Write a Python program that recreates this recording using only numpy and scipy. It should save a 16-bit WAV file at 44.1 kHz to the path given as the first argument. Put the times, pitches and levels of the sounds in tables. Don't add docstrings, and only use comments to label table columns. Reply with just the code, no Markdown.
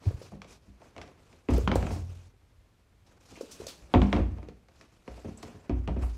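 import sys
import numpy as np
from scipy import signal
from scipy.fft import rfft, irfft
from scipy.io import wavfile
from scipy.ndimage import uniform_filter1d

SR = 44100
rng = np.random.default_rng(int(sys.argv[2]) if len(sys.argv) > 2 else 0)


def master_out(mix):
    frames = np.transpose(np.atleast_2d(mix))
    ceiling = np.clip(frames, -1, 1)
    pcm = np.round(ceiling * 32767).astype(np.int16)
    wavfile.write(sys.argv[1], SR, pcm)


N = 272097

# f/Hz, relative level/dB
HUM_SPECTRUM = [(12, -39.5), (20, -5.5), (70, -1.5), (104, -3.5), (129, -12), (417, -31), (1020, -32),
                (2100, -31.5), (3470, -33.5), (13600, -45), (14600, -52.5), (15600, -60)]
# f/Hz, time to fall 60 dB t60/s
ROOM_T60 = [(100, 1), (300, 0.41), (1000, 0.41), (3000, 0.35), (10000, 0.48)]
# start t/s, length/s, fibre level/dB, low swish relative to fibres/dB
RUSTLE_STROKES = [(0, 0.24, -62.5, 10), (0.164, 0.23, -61.5, 1.5), (0.471, 0.13, -59, 0.5),
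                  (0.548, 0.26, -76, 1.5), (0.772, 0.2, -71.5, 9), (0.922, 0.34, -74.5, 14),
                  (1.17, 0.41, -72, 4.5), (1.482, 0.23, -51.5, 5), (1.712, 0.36, -53.5, 6.5),
                  (2.034, 0.3, -65, 0.5), (3.041, .2, -75.5, 10), (3.199, 0.45, -60, -2),
                  (3.48, 0.2, -60.5, 0), (3.585, 0.25, -57.5, 1.5), (3.78, 0.22, -69.5, 6),
                  (3.89, 0.45, -63, 12), (4.094, 0.15, -71, 21.5), (4.26, 0.28, -74, 16),
                  (4.705, 0.23, -71.5, 3.5), (4.867, 0.3, -75.5, 0), (5.024, 0.61, -66, 5.5),
                  (5.378, 0.32, -66.5, 9), (5.54, 0.66, -75.5, 13.5), (5.984, 0.13, -58, 10.5),
                  (6.084, 0.17, -65, 1.5)]
# f/Hz, relative level/dB
FIBRE_SPECTRUM = [(710, -21), (1200, -4), (1820, -17), (2490, -3.5), (3060, -7), (6210, -8), (11800, -22),
                  (13900, -27), (15600, -50.5)]
# f/Hz, relative level/dB
SWISH_SPECTRUM = [(24, -27), (40, -2), (117, 1), (373, -1), (443, -2.5), (1440, -12), (2500, -17.5),
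                  (3250, -26), (5500, -120)]
# t/s, level/dB, centre f/Hz, t60/s, slope below the centre/(dB per octave)
CLOTH_SNAPS = [(.025, -51, 4550, 0.51, 11), (0.215, -48.5, 4720, 0.2, 10), (1.503, -41, 6000, 0.078, 9),
               (1.534, -40.5, 7050, .08, 10), (1.580, -36, 8000, 0.027, -0.5),
               (1.754, -32.5, 4870, 0.072, 5.5), (1.755, -32, 7800, 0.029, 24),
               (1.906, -42.5, 5400, 0.35, 8), (3.061, -57.5, 4800, 0.16, 11), (3.351, -45, 2550, 0.19, 25),
               (3.407, -41.5, 5270, 0.12, 9.5), (3.511, -37, 5960, 0.16, 10),
               (3.667, -28.5, 5640, 0.032, 11.5), (3.677, -33.5, 4350, 0.18, 8),
               (5.374, -42.5, 7800, 0.047, 29), (5.426, -41, 5150, 0.074, 9), (6.03, -53.5, 8800, 0.29, 12)]
# t/s, burst peak level/dB, f/Hz, time scale/swings
SOFT_PATS = [(0.063, -15.5, 96.6, 3.74), (.108, -33.5, 460, 3), (0.107, -34, 78.6, 1.4),
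             (0.141, -28, 79, 1.4), (0.182, -40, 85, 0.75), (0.215, -35.5, 470, 2.6), (1.58, -20, 440, 5.1),
             (1.7572, -12, 498, 1.7), (3.409, -26.5, 462, 3.6), (3.426, -40.5, 260, 6.9),
             (3.599, -33.5, 410, 5.8), (3.618, -34, 417, 1.3), (3.667, -34.5, 560, 3.7),
             (4.485, -36.5, 445, 4.3), (6.035, -38, 1010, 5.6)]
# t/s, thud peak level/dB, drone level before its swell and fall/dB
DOOR_BUMPS = [(0.323, -71, -41.5), (.67, -55, -50.5), (1.489, -22, -44), (1.68, -34, -26.5),
              (3.94, -13, -25), (4.02, -25, -16.5), (4.136, -20.5, -22), (5.696, -25, -47),
              (5.886, -38.5, -34.5), (5.965, -32.5, -50)]
# f/Hz, t60/s
DOOR_DRONE = (199, 0.39)
# f/Hz, relative level/dB, t60/s
DOOR_MODES = [(253.3, -1.5, 0.51), (291.5, 3.5, 0.29), (357, -3, 0.37), (685, -6.5, 0.084),
              (1000, -23, 0.13)]
# t/s, peak level/dB, lift of modes above 65 Hz/dB, ring time factor
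FLOOR_BOOMS = [(0.314, -48, 1, 1), (0.488, -52, 2, 0.87), (0.675, -47, 4, 0.6), (0.973, -45, 9, 0.48),
               (1.496, -18.5, 5.5, 0.59), (1.525, -18, -19, .7), (1.62, -22, 4.5, 1.66),
               (1.755, -21.5, 8, 0.47), (1.83, -26, 5.5, 1.53), (1.92, -29.5, 14, 1.28),
               (2.023, -32.5, 24, 1.3), (2.575, -48, -11, 0.088), (3.303, -50, 9, 0.46),
               (3.597, -46, 11, 0.26), (3.818, -47, 0, 0.26), (3.949, -13, 9, 0.68),
               (3.999, -23.5, -15, 0.31), (4.134, -20.5, 7.5, 0.62), (4.191, -17.5, 0, 0.66),
               (4.302, -28, 5.5, 0.92), (5.091, -39, -4, 0.65), (5.25, -36.5, 13, 0.74),
               (5.432, -44.5, 16, 0.5), (5.545, -45.5, 15, 0.46), (5.702, -22, 2.5, 1.32),
               (5.879, -23, -3, 1.46), (5.958, -26.5, -7, 1.9), (6.022, -21, -7, 0.48)]
# f/Hz, relative level/dB, t60 at ring time factor 1/s
FLOOR_MODES = [(59.25, 2.5, 0.61), (80.2, -4, 0.2), (88.5, -5.5, 0.46), (100, -13.5, 0.43), (47.65, -17, 1),
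               (129.9, -16, 0.53)]
# t/s, knock level/dB, claw tick relative to knock/dB, pitch of struck spot f/Hz
PAW_LANDINGS = [(0.056, -34, -17, 286), (0.319, -40, -28, 595), (.333, -37.5, -32, 183),
                (.418, -43, 5, 497), (0.445, -43, -6, 594), (.817, -43.5, -10, 674),
                (0.964, -36.5, -5.5, 593), (.980, -36, -3, 570), (1.015, -43, 7, 500),
                (1.028, -40, -11, 377), (1.077, -45.5, -5, 700), (1.328, -48, -3, 393),
                (1.487, -16, -16.5, 304), (1.507, -19.5, -31, 300), (1.536, -23, -15.5, 157),
                (1.676, -18.5, -0.5, 197), (1.716, -19, -1, 222), (1.827, -25, -8.5, 206),
                (1.868, -27, -8.5, 614), (1.906, -26.5, -16, 217), (1.96, -31, -20, 207),
                (3.317, -42.5, -27, 297), (3.373, -38.5, -18, 670), (3.939, -11, -6, 840),
                (3.948, -13.5, -11, 265), (3.963, -23.5, -22, 150), (4.0178, -16.5, -6, 207),
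                (4.128, -20.5, 2.5, 680), (4.164, -16.5, -11, 215), (4.187, -23, -34, 290),
                (4.384, -40.5, -14, 694), (4.429, -39, -11, 307), (4.486, -41.5, -2, 156),
                (4.685, -48.5, -4.5, 600), (4.811, -48.5, 5.5, 280), (5.078, -33, -7.5, 406),
                (5.175, -40, -17, 700), (5.246, -31, -29, 280), (5.281, -34.5, -32, 200),
                (5.43, -34, -6, 410), (5.451, -40.5, -11, 230), (5.481, -40, -13, 240),
                (5.543, -47, -13, 236), (5.695, -23, -13.5, 275), (5.876, -25, -6.5, 182),
                (5.884, -30, -21, 680), (5.963, -29.5, -30, 273), (6.034, -36.5, -19, 580)]
# f/Hz, relative level/dB
BOARD_MODES = [(151, 0.5), (180, -5), (199, -3), (228, -3), (250, -3), (291, -3), (330, -5.5), (363, -10),
               (409, -2.5), (435, -5), (528, -2), (610, -2.5), (705, 2), (800, -5), (920, 1), (1050, -2),
               (1240, -3), (1530, -36)]
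# f/Hz, t60 at ring time factor 1/s
BOARD_T60 = [(150, 0.14), (400, 0.089), (1500, 0.015)]
# f/Hz, relative level/dB
SCATTER_SPECTRUM = [(100, -9), (250, 1), (700, -0.5), (1500, -13), (2600, -10), (5000, -29), (12000, -59.5)]
# f/Hz, t60 at ring time factor 1/s
SCATTER_T60 = [(100, 0.15), (300, 0.21), (1000, 0.17), (3000, 0.13), (10000, 0.064)]
# f/Hz, relative level/dB
CLAW_SPECTRUM = [(400, -26), (1000, 4), (1800, -2), (2400, 0), (3200, -6), (4200, -7), (5500, -9.5),
                 (8000, -18), (15000, -45)]

EDGE_HZ = 15800
HUM_DB = -63.5
STROKE_SKEW, STROKE_ROUND = 0.65, 1.42
STIR_DB, STIR_SWISH_DB = -86, 15
BRIGHT_DB = 0.9
RING, RING_PER_OCTAVE = 1.364, 0.83
DULLING = 0.23
NAIL_HZ, NAIL_RISE = 2185, 0.025
NAIL_SHARE, NAIL_S = 0.84, 0.0011


def gain_of(db):
    return 10 ** (np.asarray(db) / 20)


def evened(x):
    return x / np.sqrt(np.mean(x ** 2) + 1e-20)


def peaked(x):
    return x / (abs(x).max() + 1e-20)


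def read(points, hz):
    f, value = np.transpose(points)
    return np.interp(np.log(hz + 1), np.log(f + 1), value)


def add(mix, s, sound):
    part = mix[round(s * SR):][:len(sound)]
    part += sound[:len(part)]


def coloured(x, points):
    hz = np.fft.rfftfreq(len(x), 1 / SR)
    return irfft(rfft(x) * gain_of(read(points, hz)), len(x))


def smoothed(x, size):
    return uniform_filter1d(uniform_filter1d(x, size), size)


def dying(x, t60):
    hz, t, bands = signal.stft(x, SR, nperseg=256)
    fall = gain_of(-60 * t / t60(hz)[:, None])
    return signal.istft(bands * fall, SR, nperseg=256)[1][:len(x)]


def hum():
    waver_db = 0.8 * evened(smoothed(rng.standard_normal(N), 2000))
    return gain_of(HUM_DB + waver_db) * evened(coloured(rng.standard_normal(N), HUM_SPECTRUM))


def room(x):
    echoes = np.zeros(SR // 2)
    at = np.arange(200, len(echoes) - 20, 20)
    at = at + rng.integers(0, 20, len(at))
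    echoes[at] = rng.choice([-1., 1.], len(at))
    tail = dying(echoes, lambda f: read(ROOM_T60, f))
    return signal.fftconvolve(x, tail / np.linalg.norm(tail))[:N]


def patchy(x, patchy_db):
    bands = signal.stft(x, nperseg=256)[2]
    patches = rng.standard_normal(bands.shape[::-1])
    patches = uniform_filter1d(patches, size=9, axis=0)
    patches = evened(uniform_filter1d(patches, size=7, axis=1))
    return signal.istft(bands * gain_of(patchy_db * patches.T), nperseg=256)[1][:len(x)]


def rustle():
    level = np.full(N, gain_of(STIR_DB))
    swish_level = np.full(N, gain_of(STIR_DB + STIR_SWISH_DB))
    for s, length, level_db, swish_db in RUSTLE_STROKES:
        progress = np.arange(0, 1, 1 / (length * SR))
        arch = abs(np.sin(np.pi * progress ** STROKE_SKEW)) ** STROKE_ROUND
        add(level, s, gain_of(level_db) * arch)
        add(swish_level, s, gain_of(level_db + swish_db) * arch)
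    clumps = gain_of(2.0 * evened(smoothed(rng.standard_normal(N), 500)))
    grain_gain = gain_of(np.minimum(rng.exponential(1, N), 5))
    grains = grain_gain * (rng.random(N) < 1500 / SR)
    crackle = 1 + 0.28 * evened(uniform_filter1d(grains, 12))
    hiss = rng.standard_normal(N) * crackle
    fibres = evened(patchy(coloured(hiss * clumps, FIBRE_SPECTRUM), patchy_db=2.0))
    low = coloured(fibres, [(4000, 0), (6000, -6), (9000, -40)])
    tilted = low * gain_of(-BRIGHT_DB) + (fibres - low) * gain_of(BRIGHT_DB)
    swish = evened(coloured(rng.standard_normal(N), SWISH_SPECTRUM) * clumps)
    return level * tilted + swish_level * swish


def snaps():
    out, t = np.zeros(N), np.arange(SR // 4) / SR
    for s, level_db, hz, t60, narrow_db in CLOTH_SNAPS:
        band = [(hz / 8, -3 * narrow_db), (hz, 0), (4 * hz, -3 * narrow_db)]
        fizz = evened(coloured(rng.standard_normal(len(t)), band))
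        crack = 0.3 * np.exp(-t / 0.0012)
        tail = 0.46 * gain_of(-60 * t / t60)
        onset = np.minimum(t / (0.045 * t60), 1)
        add(out, s, gain_of(level_db) * fizz * (crack + tail) * onset)
    return out


def pats():
    out, t = np.zeros(N), np.arange(SR // 5) / SR
    for s, peak_db, hz, swings in SOFT_PATS:
        u = t * hz / swings
        burst = peaked(u ** 2.24 * np.exp(-6.5 * u) * np.sin(2 * np.pi * hz * t))
        dull = [(0.22 * hz, -14), (hz, 0), (3.2 * hz, -8), (6 * hz, -35)]
        puff = evened(coloured(rng.standard_normal(len(t)), dull))
        puff = puff * np.exp(-t / 0.0092) * np.minimum(u / 0.58, 1)
        add(out, s, gain_of(peak_db) * (burst + 0.12 * puff))
    return out


def door():
    out, t = np.zeros(N), np.arange(SR) / SR
    hz, db, t60 = np.transpose(DOOR_MODES)[:, :, None]
    modes = gain_of(db - 60 * t / t60) * np.sin(2 * np.pi * hz * t)
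    thud = peaked(modes.sum(0) * (1 - np.exp(-t / 0.0021)))
    drone_hz, drone_t60 = DOOR_DRONE
    drone = gain_of(-60 * t / drone_t60) * np.sin(2 * np.pi * drone_hz * t)
    drone = drone * (1 - np.exp(-t / 0.0071))
    for s, thud_db, drone_db in DOOR_BUMPS:
        add(out, s, gain_of(thud_db) * thud + gain_of(drone_db) * drone)
    return out


def booms():
    out, t = np.zeros(N), np.arange(SR) / SR
    hz, db, t60 = np.transpose(FLOOR_MODES)[:, :, None]
    swell = (1 - np.exp(-t / 0.0087)) ** 2
    for s, peak_db, upper_db, ring in FLOOR_BOOMS:
        mode_db = db + upper_db * (hz > 65) - 60 * t / (t60 * ring)
        modes = gain_of(mode_db) * np.sin(2 * np.pi * hz * t)
        add(out, s, gain_of(peak_db) * peaked(modes.sum(0) * swell))
    return out


def pad_knock(t, spot_hz):
    hz, db = np.transpose(BOARD_MODES)[:, :, None]
    ring = RING * RING_PER_OCTAVE ** np.log2(spot_hz / 300)
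    level_chance, phase_chance, pitch_chance = rng.standard_normal((3, len(BOARD_MODES), 1))
    near_db = -7 * abs(np.log2(hz / spot_hz))
    loaded_hz = hz * (1 + 0.025 * pitch_chance)
    fall_db = -60 * t / (read(BOARD_T60, hz) * ring)
    swing = np.sin(2 * np.pi * loaded_hz * t + 1.1 * phase_chance)
    modes = gain_of(db + near_db + 2 * level_chance + fall_db) * swing
    modes = modes * (1 - np.exp(-t * hz / 0.26))
    spread = [(f, d - 2.4 * abs(np.log2(f / spot_hz))) for f, d in SCATTER_SPECTRUM]
    scatter = evened(coloured(rng.standard_normal(len(t)), spread))
    scatter = dying(scatter, lambda f: ring * read(SCATTER_T60, f))
    return (peaked(modes.sum(0)) + 0.15 * scatter) * (1 - np.exp(-t / 0.0017))


def claw_tick(t, knock_db, claw_db):
    tilt_db = -DULLING * (knock_db + 41.5)
    tilted = [(f, d + tilt_db * np.log2(f / 2600)) for f, d in CLAW_SPECTRUM]
    fall = np.exp(-t / 0.00093) + 0.2 * np.exp(-t / 0.0084) + 0.056 * gain_of(-60 * t / 0.33)
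    click = evened(coloured(rng.standard_normal(len(t)), tilted)) * fall * np.minimum(t / 0.00052, 1)
    nail_hz = NAIL_HZ * 2 ** (NAIL_RISE * max(knock_db + claw_db + 40.5, 0))
    nail = np.sin(2 * np.pi * nail_hz * t) * np.exp(-t / NAIL_S) * np.minimum(t / 0.00044, 1)
    return click + NAIL_SHARE * nail


def paws():
    out, t = np.zeros(N), np.arange(SR // 2) / SR
    for s, knock_db, claw_db, spot_hz in PAW_LANDINGS:
        knock = pad_knock(t, spot_hz)
        tick = gain_of(claw_db) * claw_tick(t, knock_db, claw_db)
        add(out, s, gain_of(knock_db) * (knock + tick))
    return out


def scene():
    near = paws() + pats() + snaps()
    no_bass = signal.butter(2, 180, "high", fs=SR, output="sos")
    wet = signal.sosfilt(no_bass, room(near))
    return (near + gain_of(-8.5) * wet + booms() + door() + rustle() + hum())[None]


def record(dry):
    thinned = signal.sosfilt(signal.butter(2, 35, "high", fs=SR, output="sos"), dry)
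    band_limit = signal.firwin(511, EDGE_HZ, window=("kaiser", 9), fs=SR)
    return signal.oaconvolve(thinned, band_limit[None], "same")


dry = scene()
out = record(dry)
master_out(out)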